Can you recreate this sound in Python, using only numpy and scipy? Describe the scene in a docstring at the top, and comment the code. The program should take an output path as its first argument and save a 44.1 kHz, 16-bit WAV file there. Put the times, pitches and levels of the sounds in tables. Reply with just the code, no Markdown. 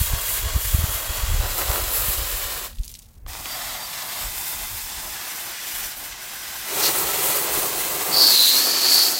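"""A garden hose sprays into the open metal compartment of a parked vehicle, outdoors, under a buffeting wind.
First, a dense rain of droplets drums, splashes and hisses on the walls, with a few slaps off an edge.
The trigger is let go: the metal rings on faintly and the last water spatters, then the spray starts again.
Thin whistles come and go inside as the wind eases; then the jet drums on the outer panels,
whistles hoarsely in passing and at last loudly, held close. A faint outdoor hush lies under it all."""
import sys
import numpy as np
from scipy import signal
from scipy.fft import rfft, irfft, next_fast_len
from scipy.io import wavfile
from scipy.ndimage import uniform_filter1d

SR = 44100
rng = np.random.default_rng(int(sys.argv[2]) if len(sys.argv) > 2 else 0)


def pcm_store(signal):
    """Save signal as 16-bit PCM."""
    levels = np.round(np.clip(np.atleast_2d(signal), -1, 1) * 32767)
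    wavfile.write(sys.argv[1], SR, levels.astype(np.int16).T)


N = 405279
TOP_HZ = 15850  # upper edge of the sound
TIME = np.arange(N) / SR  # s
SIZE = next_fast_len(N + 8192, real=True)  # transform length, with room for filter tails
FREQ = np.maximum(np.arange(SIZE // 2 + 1) * SR / SIZE, 1)  # Hz

# how hard the jet strikes, first and second squeeze, before sputter and trigger: start_s, force_db
FIRST = [(0.0, -36), (0.56, -37.5), (0.84, -36.5), (1.41, -36.5), (1.42, -35.5), (2.43, -35.5),
         (2.64, -38.5)]
SECOND = [(3.29, -43), (3.68, -38.5), (3.85, -42), (3.93, -40.5), (5.11, -40), (5.14, -39), (5.84, -38.5),
          (5.95, -43.5), (6.64, -39), (6.89, -29.5), (6.92, -34), (7.02, -33.5), (8.28, -35), (8.32, -32),
          (8.84, -29.5), (9.19, -35)]
SHUT_S, OPEN_S = 2.66, 3.282  # the trigger is let go, then fully open again
SPLASH_DB, MIST_DB, DRUM_DB = -0.05, 0.4, -0.27  # balance trims of the three spray layers

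# relative colour of each place that the jet strikes: frequency_hz, level_db (per Hz)
MOUTH = [(150, -11), (300, -7), (500, 0), (1000, -3.5), (2000, -4), (4000, -3.5), (5500, -5.5),
         (7200, -4.5), (8500, -9), (12000, -4.5), (15000, -3.5)]
EDGE = [(150, -13), (250, -11), (370, -2), (520, -2), (1100, -6), (2000, -5), (4000, -3.5), (5800, -7),
        (7500, -6), (8500, -8), (11000, -1.5), (14500, 1)]
DEEP = [(100, -3), (300, -2.5), (480, -10), (620, -3.5), (1000, -4), (2500, -0.5), (3600, 2.5),
        (7000, -3.5), (9500, -8.5), (13500, -4.5), (15500, -6.5)]
WALL = [(100, -1.5), (360, -4), (480, -12.5), (700, -3.5), (1400, -6.5), (4000, -4.5), (8000, -4),
        (15500, 2)]
BACK = [(100, -9), (320, -4), (450, -10.5), (700, -4.5), (2000, 0), (3000, -1), (7500, -4.5), (10500, -1.5),
        (13500, 2.5), (15500, -0.5)]
PANEL = [(50, -3), (110, -2), (165, 1), (235, -4), (330, 7), (560, 5), (1000, 7), (1330, 0.5), (1500, -7),
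         (2000, -5), (5500, -8), (10000, -11), (15500, -6)]
UPPER = [(80, -15.5), (130, -20), (200, -5.5), (310, 2.5), (500, -3), (900, 0.5), (1500, -6.5), (2500, 1.5),
         (6000, 3.5), (9000, -11), (13000, -6.5), (15500, -8)]
# resonances of those places: centre_hz, width_hz, lift_db
MOUTH_RING = [(1006, 370, 8), (1980, 180, 2.5), (2890, 100, 5), (3300, 130, 6), (4330, 190, 2.5),
              (7540, 130, 1), (7770, 140, 1)]
EDGE_RING = [(584, 90, 2.7), (1040, 270, 6.7), (1360, 100, 1.7), (2880, 130, 3.5), (3940, 80, 3.3),
             (4198, 80, 4), (5170, 60, 4.5), (7480, 160, 3.7), (7900, 190, 3.5), (13350, 162, 3)]
DEEP_RING = [(664, 270, 7.3), (1000, 490, 11), (2030, 370, 5.4), (3520, 150, 3.6), (4170, 80, 3),
             (4700, 120, 3), (5300, 170, 5.1), (6660, 80, 3.3), (7750, 110, 3.5), (9200, 105, 3.4),
             (12000, 151, 4.6), (13113, 78, 5), (13695, 114, 5), (14100, 160, 4.5)]
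WALL_RING = [(890, 630, 10), (2030, 230, 4.4), (2520, 280, 4.2), (3540, 250, 5.0), (5100, 450, 3.7),
             (7400, 28, 1.3), (7500, 85, 1.8), (12000, 210, 5.2)]
BACK_RING = [(766, 610, 7.1), (1710, 76, 0.73), (5150, 200, 4.4), (5920, 84, 8.2), (7579, 160, 2.9),
             (12532, 110, 1.7), (13110, 70, 4), (13522, 170, 4), (14556, 130, 3)]
PANEL_RING = [(168, 47, 6.5), (310, 30, 4), (418, 94, 4.7), (587, 52, 4.3), (744, 87, 3.4), (1320, 62, 2.9),
              (4200, 340, 3), (6300, 120, 2.3), (7850, 75, 1.9), (9030, 100, 2)]
UPPER_RING = [(313, 39, 2.1), (1300, 120, 1.2), (1730, 420, 5), (7700, 80, 0.92)]
# where the jet points, in turn; the three levels are before the trims above:
# colour, resonances, echo_strength (0-1), drum_db, splash_db, mist_db, droplet_size_spread_db
AIM = [(MOUTH, MOUTH_RING, 0.3, -1.9, 2.94, 1.9, 1.4), (EDGE, EDGE_RING, .2, -1.5, 3.3, 3.9, 2.4),
       (WALL, WALL_RING, .2, -2.5, 3.3, 1.8, 2.5), (DEEP, DEEP_RING, 0.3, 0, 4.95, 4.4, 1.6),
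       (WALL, WALL_RING, 0.23, -3.1, 4.5, 3.4, 1), (BACK, BACK_RING, 0.25, -4, 3.83, 1.3, 1),
       (PANEL, PANEL_RING, 0.25, 1.95, 3.74, 5.3, 2), (UPPER, UPPER_RING, .22, -1.7, 3.2, 4.5, 2.3)]
# middle of the swing to each of those places: middle_s
AIM_S = [-1, 1.4, 3, 3.46, 4.29, 5.15, 6.69, 8.19]
# the hand sweeps the jet squarely across a near surface, or past a gap (negative lift):
# middle_s, length_s, mist_lift_db, drum_lift_db
SWEEPS = [(.01, 0.16, 8.5, -4), (0.314, 0.21, 9.5, -1), (.55, .12, -1.5, 4), (0.674, 0.23, 8, -2),
          (.93, .16, 5.5, 1), (1.16, 0.11, 4, 2.5), (1.455, 0.049, -1.5, 4), (1.606, 0.069, 5.5, 8),
          (1.75, .12, 5, 7), (1.951, .085, 8, .5), (2.08, 0.18, 7, -0.5), (2.363, 0.22, 2, -1.5),
          (4.21, 0.13, 3, 2), (4.46, 0.31, 5.5, 1.5), (4.796, .12, 3, -1), (5.36, 0.28, 2.5, 1.5),
          (5.588, .08, -3.5, -5), (5.79, 0.3, 5, 0.5), (6.01, .1, 2, 3.5), (6.162, .07, -6, -1.5),
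          (6.838, .12, 3.5, 0.5), (6.99, 0.12, 6, 2), (7.31, 0.24, 5.5, 1.5), (7.58, 0.11, 6, 1.5),
          (7.846, 0.13, 3, -1), (8.067, .1, 1.5, 1), (8.235, 0.17, 7.5, 7), (8.456, 0.32, 6, -2.5),
          (8.78, .1, -2, -2), (9.003, 0.22, 6.5, 1)]
SPLASH_FOLLOWS = 0.24  # share of the mist lift (in dB) that the splash takes too

# thin whistles deep in the compartment: middle_s, length_s, pitch_hz, level_db
THIN_WHISTLES = [(3.51, .1, 4700, -42), (3.82, .17, 4705, -42), (4.14, .12, 4695, -45),
                 (4.208, .06, 5200, -41)]
# one hoarse whistle as the jet brushes the lower panel
BRUSH_S, BRUSH_LENGTH_S, BRUSH_HZ, BRUSH_DB = 6.855, 0.056, 4470, -20.5
# whistle with the nozzle held close to the upper panel: start_s, pitch_hz, level_db (before trim)
WHISTLE_PANEL = [(8.12, 4560, -32), (8.13, 4540, -22), (8.232, 4510, -12.5), (8.292, 4510, -16),
                 (8.34, 4170, -16), (8.474, 4000, -16.5), (8.7, 4540, -23.5), (8.828, 4415, -25),
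                 (8.832, 4410, -20), (9.036, 4480, -16), (9.126, 4500, -30), (9.19, 4430, -26)]

# the jet slapping an edge in the compartment: start_s, peak_db (before trim), centre_hz
SLAPS = [(1.46, -21, 750), (1.585, -29, 1100), (1.618, -16, 1000), (1.714, -16, 1300), (1.747, -25, 900),
         (1.759, -15, 1400), (3.264, -30.5, 800), (3.352, -25.5, 600), (3.457, -19, 1400)]
# modes of the metal that ring on after the jet stops: pitch_hz, level_db (before fade-in), t60_s
RING_OUT = [(228, -53, 2.2), (1900, -55.5, .5)]
# water falling on metal and the trigger clicking: start_s, peak_db (before trim and filter), centre_hz
SPATTER = [(2.7297, -32, 2980), (2.7856, -24.5, 3400), (2.834, -21, 4160), (2.8506, -20, 11000),
           (2.879, -20, 7230), (2.9153, -22, 10700), (2.9403, -21, 5600), (2.9512, -22.5, 3600),
           (2.9903, -22, 7400), (3.0195, -37, 6410), (3.2645, -33, 3500)]

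# relative colour of the wind on the microphone: frequency_hz, level_db (per Hz)
WIND_COLOUR = [(15, -9.5), (35, 3.5), (65, -2.5), (100, -8), (150, -28), (250, -34), (500, -29),
               (1500, -80)]
# breeze between the gusts: start_s, level_db (before trim and flutter)
BREEZE = [(0, -33), (2.4, -36), (3.2, -45.5), (4, -59), (5.5, -63), (6.9, -55), (8, -55), (8.5, -69),
          (9.19, -68)]
# gusts on the microphone: middle_s, length_s, level_db (before trim and flutter)
GUSTS = [(.25, 0.46, -32), (.68, 0.28, -30.5), (1.36, 0.29, -29), (1.72, 0.16, -34), (2.1, 0.14, -36),
         (3.36, .22, -40), (3.68, .15, -51), (4.28, .17, -39.5), (4.71, 0.23, -37.5), (5.0, .25, -46),
         (5.8, .13, -51), (6.17, 0.091, -53), (7.58, 0.11, -49)]
# single buffets: middle_s, peak_db (before the wind high-pass), swing_hz
BUFFETS = [(0.015, -8.5, 65.4), (0.137, -12.5, 75), (0.565, -7.5, 61.7), (0.748, -5, 69), (0.791, -11, 65),
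           (0.842, -9.5, 75), (1.238, -13, 47.4), (1.345, -10, 51.4), (1.402, -12, 46), (1.701, -11, 50),
           (2.085, -19.5, 85), (2.803, -13, 36.8)]
# relative colour of the distant hush: frequency_hz, level_db (per Hz)
OUTDOORS = [(88, -21), (150, -1.5), (178, -10), (221, -12), (416, -28), (772, -21.5), (2650, -33),
            (3150, -59), (15000, -30.5)]
OUTDOORS_DB = -57.5  # before trim and swell


def spray(drum_hz=1500, mist_hz=8000, swing_s=0.071, sputter_db=0.59):
    """Droplets strike each place in turn: the metal drums, the water splashes, the finest mist hisses."""
    force_db, = curves(list(FIRST) + list(SECOND))
    drum_band = above(52, order=2) * below(drum_hz)
    splash_band = above(drum_hz) * below(mist_hz)
    mist_band = above(mist_hz) * below(TOP_HZ, order=30)
    bands = [drum_band, splash_band, mist_band]

    # the hand swings from one place to the next, so each place fades in and out
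    reached = [np.clip((TIME - s) / swing_s + .5, 0, 1) for s in AIM_S] + [0]
    shares = [np.maximum(here - onward, 0) for here, onward in zip(reached, reached[1:])]
    spread_db = sum(share * row[-1] for share, row in zip(shares, AIM))
    impacts = rfft(glance(droplets(spread_db)), SIZE)

    layers = np.zeros((3, N))
    for k, (points, resonances, echo, *levels_db, _) in enumerate(AIM):
        # a quarter turn of phase between neighbouring places makes their powers add
        struck = impacts * hollow(points, resonances, echo) * 1j ** k
        for layer, band, level_db in zip(layers, bands, levels_db):
            sound = unit(irfft(struck * band, SIZE)[:N])
            layer += np.sqrt(shares[k]) * undb(level_db) * sound

    # a square hit atomises more of the water
    mist_db, drum_db = np.zeros((2, N))
    for s, length_s, mist_lift_db, drum_lift_db in SWEEPS:
        square = swell(s, length_s)
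        mist_db += mist_lift_db * square
        drum_db += drum_lift_db * square

    # each layer flickers on its own
    drum = layers[0] * undb(drum_db + DRUM_DB + 1.07 * walk(35))
    splash = layers[1] * undb(SPLASH_FOLLOWS * mist_db + SPLASH_DB + 0.61 * walk(30))
    mist = layers[2] * undb(mist_db + MIST_DB + 0.79 * walk(30))
    return (drum + splash + mist) * trigger() * undb(force_db + sputter_db * walk(90))


def droplets(spread_db):
    """A dense rain of tiny impacts: noise whose strength is redrawn every four samples, as droplet size."""
    size = undb(spread_db * np.repeat(rng.standard_normal(N // 4 + 1), 4)[:N])
    rms_size = np.exp((spread_db * np.log(10) / 20) ** 2)
    return rng.standard_normal(N) * size / rms_size


def glance(x, gain=.16, lag_s=.0017, sway=0.122):
    """A reflection off the nearest wall; its path changes as the hand sways, so the colour keeps shifting."""
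    lag = lag_s * (1 + sway * uniform_filter1d(walk(1.5), SR // 4))
    return x + gain * np.interp(TIME - lag, TIME, x)


def hollow(points, resonances, echo, longest_s=.016, count=14):
    """Response of one place: its colour, its resonances and a scatter of echoes between metal walls."""
    lift_db = sum(db / (1 + (2 * (FREQ - hz) / width) ** 2) for hz, width, db in resonances)
    taps = np.zeros(SIZE)
    delays = (rng.uniform(.1, 1, count) * longest_s * SR).astype(int) + 1
    taps[delays] = echo * rng.choice([-1, 1], count) / np.sqrt(count)
    taps[0] = 1  # direct sound
    return colour(points) * undb(lift_db) * rfft(taps)


def trigger(fall_db_per_s=290, drain_db=-23, drain_db_per_s=40, open_s=0.025, closed_db=-34):
    """Gain of the flow: it drops fast when the trigger is let go, drains away, and builds on the next squeeze."""
    since = np.maximum(TIME - SHUT_S, 0)
    closing_db = np.maximum(-fall_db_per_s * since, drain_db - drain_db_per_s * since)
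    opening_db = np.interp(TIME, [OPEN_S - open_s, OPEN_S], [closed_db, 0])
    return undb(np.where(TIME < OPEN_S - open_s, closing_db, opening_db))


def whistles(attack_s=.018, panel_db=0.55):
    """The jet whistles near a surface: thinly inside, hoarsely in passing, loudly on the upper panel."""
    thin = 0
    for s, length_s, hz, db in THIN_WHISTLES:
        tone = whistle(hz, core_hz=14, skirt_hz=90, skirt_db=-12, lean_hz=15)
        thin = thin + tone * undb(db) * swell(s, length_s)

    brush = whistle(BRUSH_HZ, core_hz=400, skirt_hz=1100, skirt_db=1, lean_hz=448.5)
    brush = brush * undb(BRUSH_DB) * swell(BRUSH_S, BRUSH_LENGTH_S)

    hz, db = curves(WHISTLE_PANEL)
    onset = np.clip(1 + (TIME - WHISTLE_PANEL[0][0]) / attack_s, 0, 1)
    loud = whistle(hz, core_hz=162, skirt_hz=570, skirt_db=-2.5, lean_hz=190.1)
    return thin + brush + loud * onset * undb(db + panel_db)


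def whistle(hz, core_hz, skirt_hz, skirt_db, lean_hz):
    """Turbulence rings a resonance between nozzle and metal: a narrow noisy core, a rough skirt leaning above."""
    sound = 0
    for centre, half_width, gain in [(hz, core_hz, 1), (hz + lean_hz, skirt_hz, undb(skirt_db))]:
        phase = 2 * np.pi * np.cumsum(centre * np.ones(N)) / SR
        turbulence = rng.standard_normal((N, 2)).T
        smoother = signal.butter(2, half_width, fs=SR, output="sos")
        sine, cosine = unit(signal.sosfilt(smoother, turbulence))
        sound = sound + gain * (sine * np.sin(phase) + cosine * np.cos(phase))
    return unit(sound)


def slaps():
    """The jet slaps an edge: short low-pitched cracks of water with a scatter behind."""
    return splats(SLAPS, crack_s=0.0016, tail_s=0.0064, tail_db=-12, octaves=0.73, gain_db=1.0)


def splats(rows, crack_s, tail_s, tail_db, octaves, gain_db):
    """Single blows of water: a sharp crack, then a short scatter of droplets, both as fading noise."""
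    out, t = np.zeros(N), TIME[:SR // 10]
    for s, db, hz in rows:
        edges = np.clip([hz / 2 ** octaves, hz * 2 ** octaves], 50, .45 * SR)
        envelope = np.exp(-t / crack_s) + undb(tail_db) * np.exp(-t / tail_s)
        burst = rng.standard_normal(len(t)) * envelope
        splat = signal.sosfilt(signal.butter(1, edges, "band", fs=SR, output="sos"), burst)
        add(out, s, splat / np.abs(splat).max() * undb(db + gain_db))
    return out


def ring_out(start_s=2.66, rise_s=0.036):
    """As the splash stops, two modes of the sheet metal are heard fading."""
    out, t = np.zeros(N), TIME[:SR]
    for hz, db, t60 in RING_OUT:
        fade_in = 1 - np.exp(-t / rise_s)
        add(out, start_s, np.sin(2 * np.pi * hz * t) * undb(db - 60 * t / t60) * fade_in)
    return out


def runoff(spread_db=6, patter_db=-42.5, peak_s=2.91, rise_db_per_s=60, fall_db_per_s=72):
    """With the nozzle shut, the last water patters down from the metal, thickens, then thins out."""
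    db = -np.maximum(rise_db_per_s * (peak_s - TIME), fall_db_per_s * (TIME - peak_s))
    patter = unit(droplets(spread_db)) * undb(db + patter_db + 3.7 * walk(130)) * (TIME > SHUT_S)
    drops = splats(SPATTER, crack_s=.0012, tail_s=.009, tail_db=-11, octaves=.45, gain_db=-3.5)
    return shape(patter + drops, above(2800, order=3) * below(20000, order=1))


def wind(gust_db=-1, cycles=0.26, bluntness=0.06):
    """Eddies rumble on the microphone port; the strongest arrive as single swings of pressure."""
    eddies = unit(shape(rng.standard_normal(N), colour(WIND_COLOUR)))
    breeze_db, = curves(BREEZE)
    out = eddies * (undb(breeze_db) + swells(GUSTS)) * undb(gust_db + 4.1 * walk(25))
    t = TIME[:SR // 5] - .1  # each swing is centred in its window
    for s, peak_db, hz in BUFFETS:
        swing = np.cos(2 * np.pi * hz * t) * np.exp(-np.hypot(hz * t, bluntness) / cycles)
        add(out, s - .1, swing / swing.max() * undb(peak_db))
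    return shape(out, above(21.2, order=3))


def outdoors(gain_db=-1):
    """A faint, slowly swelling hush of coloured noise."""
    hush = unit(shape(rng.standard_normal(N), colour(OUTDOORS)))
    return hush * undb(OUTDOORS_DB + gain_db + 1.2 * walk(2.64))


def undb(db):
    """Decibels to gain."""
    return 10 ** (np.asarray(db) / 20)


def unit(x):
    """Scale to rms 1."""
    return x / np.sqrt(np.mean(x ** 2) + 1e-18)


def curves(rows):
    """The columns of a table after the first, joined by straight lines in time."""
    s, *columns = np.transpose(rows)
    return [np.interp(TIME, s, c) for c in columns]


def colour(points):
    """Gain at each frequency from (Hz, dB) points, joined on a log-frequency scale."""
    hz, db = np.transpose(points)
    return undb(np.interp(np.log(FREQ), np.log(hz), db))


def shape(x, gain):
    """Filter by a gain at each frequency."""
    return irfft(rfft(x, SIZE) * gain, SIZE)[:N]


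def below(hz, order=8):
    """Gain of a low-pass."""
    return 1 / np.sqrt(1 + (FREQ / hz) ** (2 * order))


def above(hz, order=8):
    """Gain of a high-pass."""
    return 1 / np.sqrt(1 + (hz / FREQ) ** (2 * order))


def walk(rate):
    """Random wander of rms 1 that heads for a new value about rate times a second."""
    k = max(int(SR / rate), 1)
    steps = np.repeat(rng.standard_normal(N // k + 1), k)
    return unit(uniform_filter1d(steps, k)[:N])


def swell(s, length_s):
    """A smooth rise to 1 and fall, centred on s and length_s wide at half height."""
    return np.interp(TIME, s + length_s * np.linspace(-1, 1, 33), np.hanning(33), left=0, right=0)


def swells(rows):
    """Summed gain of a series of swells."""
    return sum(undb(db) * swell(s, length_s) for s, length_s, db in rows)


def add(out, s, sound):
    """Mix a sound in at a time in seconds, trimmed to the scene."""
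    start = int(s * SR)
    skip = max(-start, 0)
    part = sound[skip:N - start]
    out[start + skip:start + skip + len(part)] += part


def scene():
    """Everything reaches one microphone, the same on both channels."""
    water = spray() + whistles() + slaps() + ring_out() + runoff()
    mono = water + wind() + outdoors()
    return np.array([mono, mono])


def record(dry):
    """A steep elliptic low-pass cuts the top."""
    return signal.sosfilt(signal.ellip(12, .1, 80, TOP_HZ, fs=SR, output="sos"), dry)


dry = scene()
out = record(dry)
pcm_store(out)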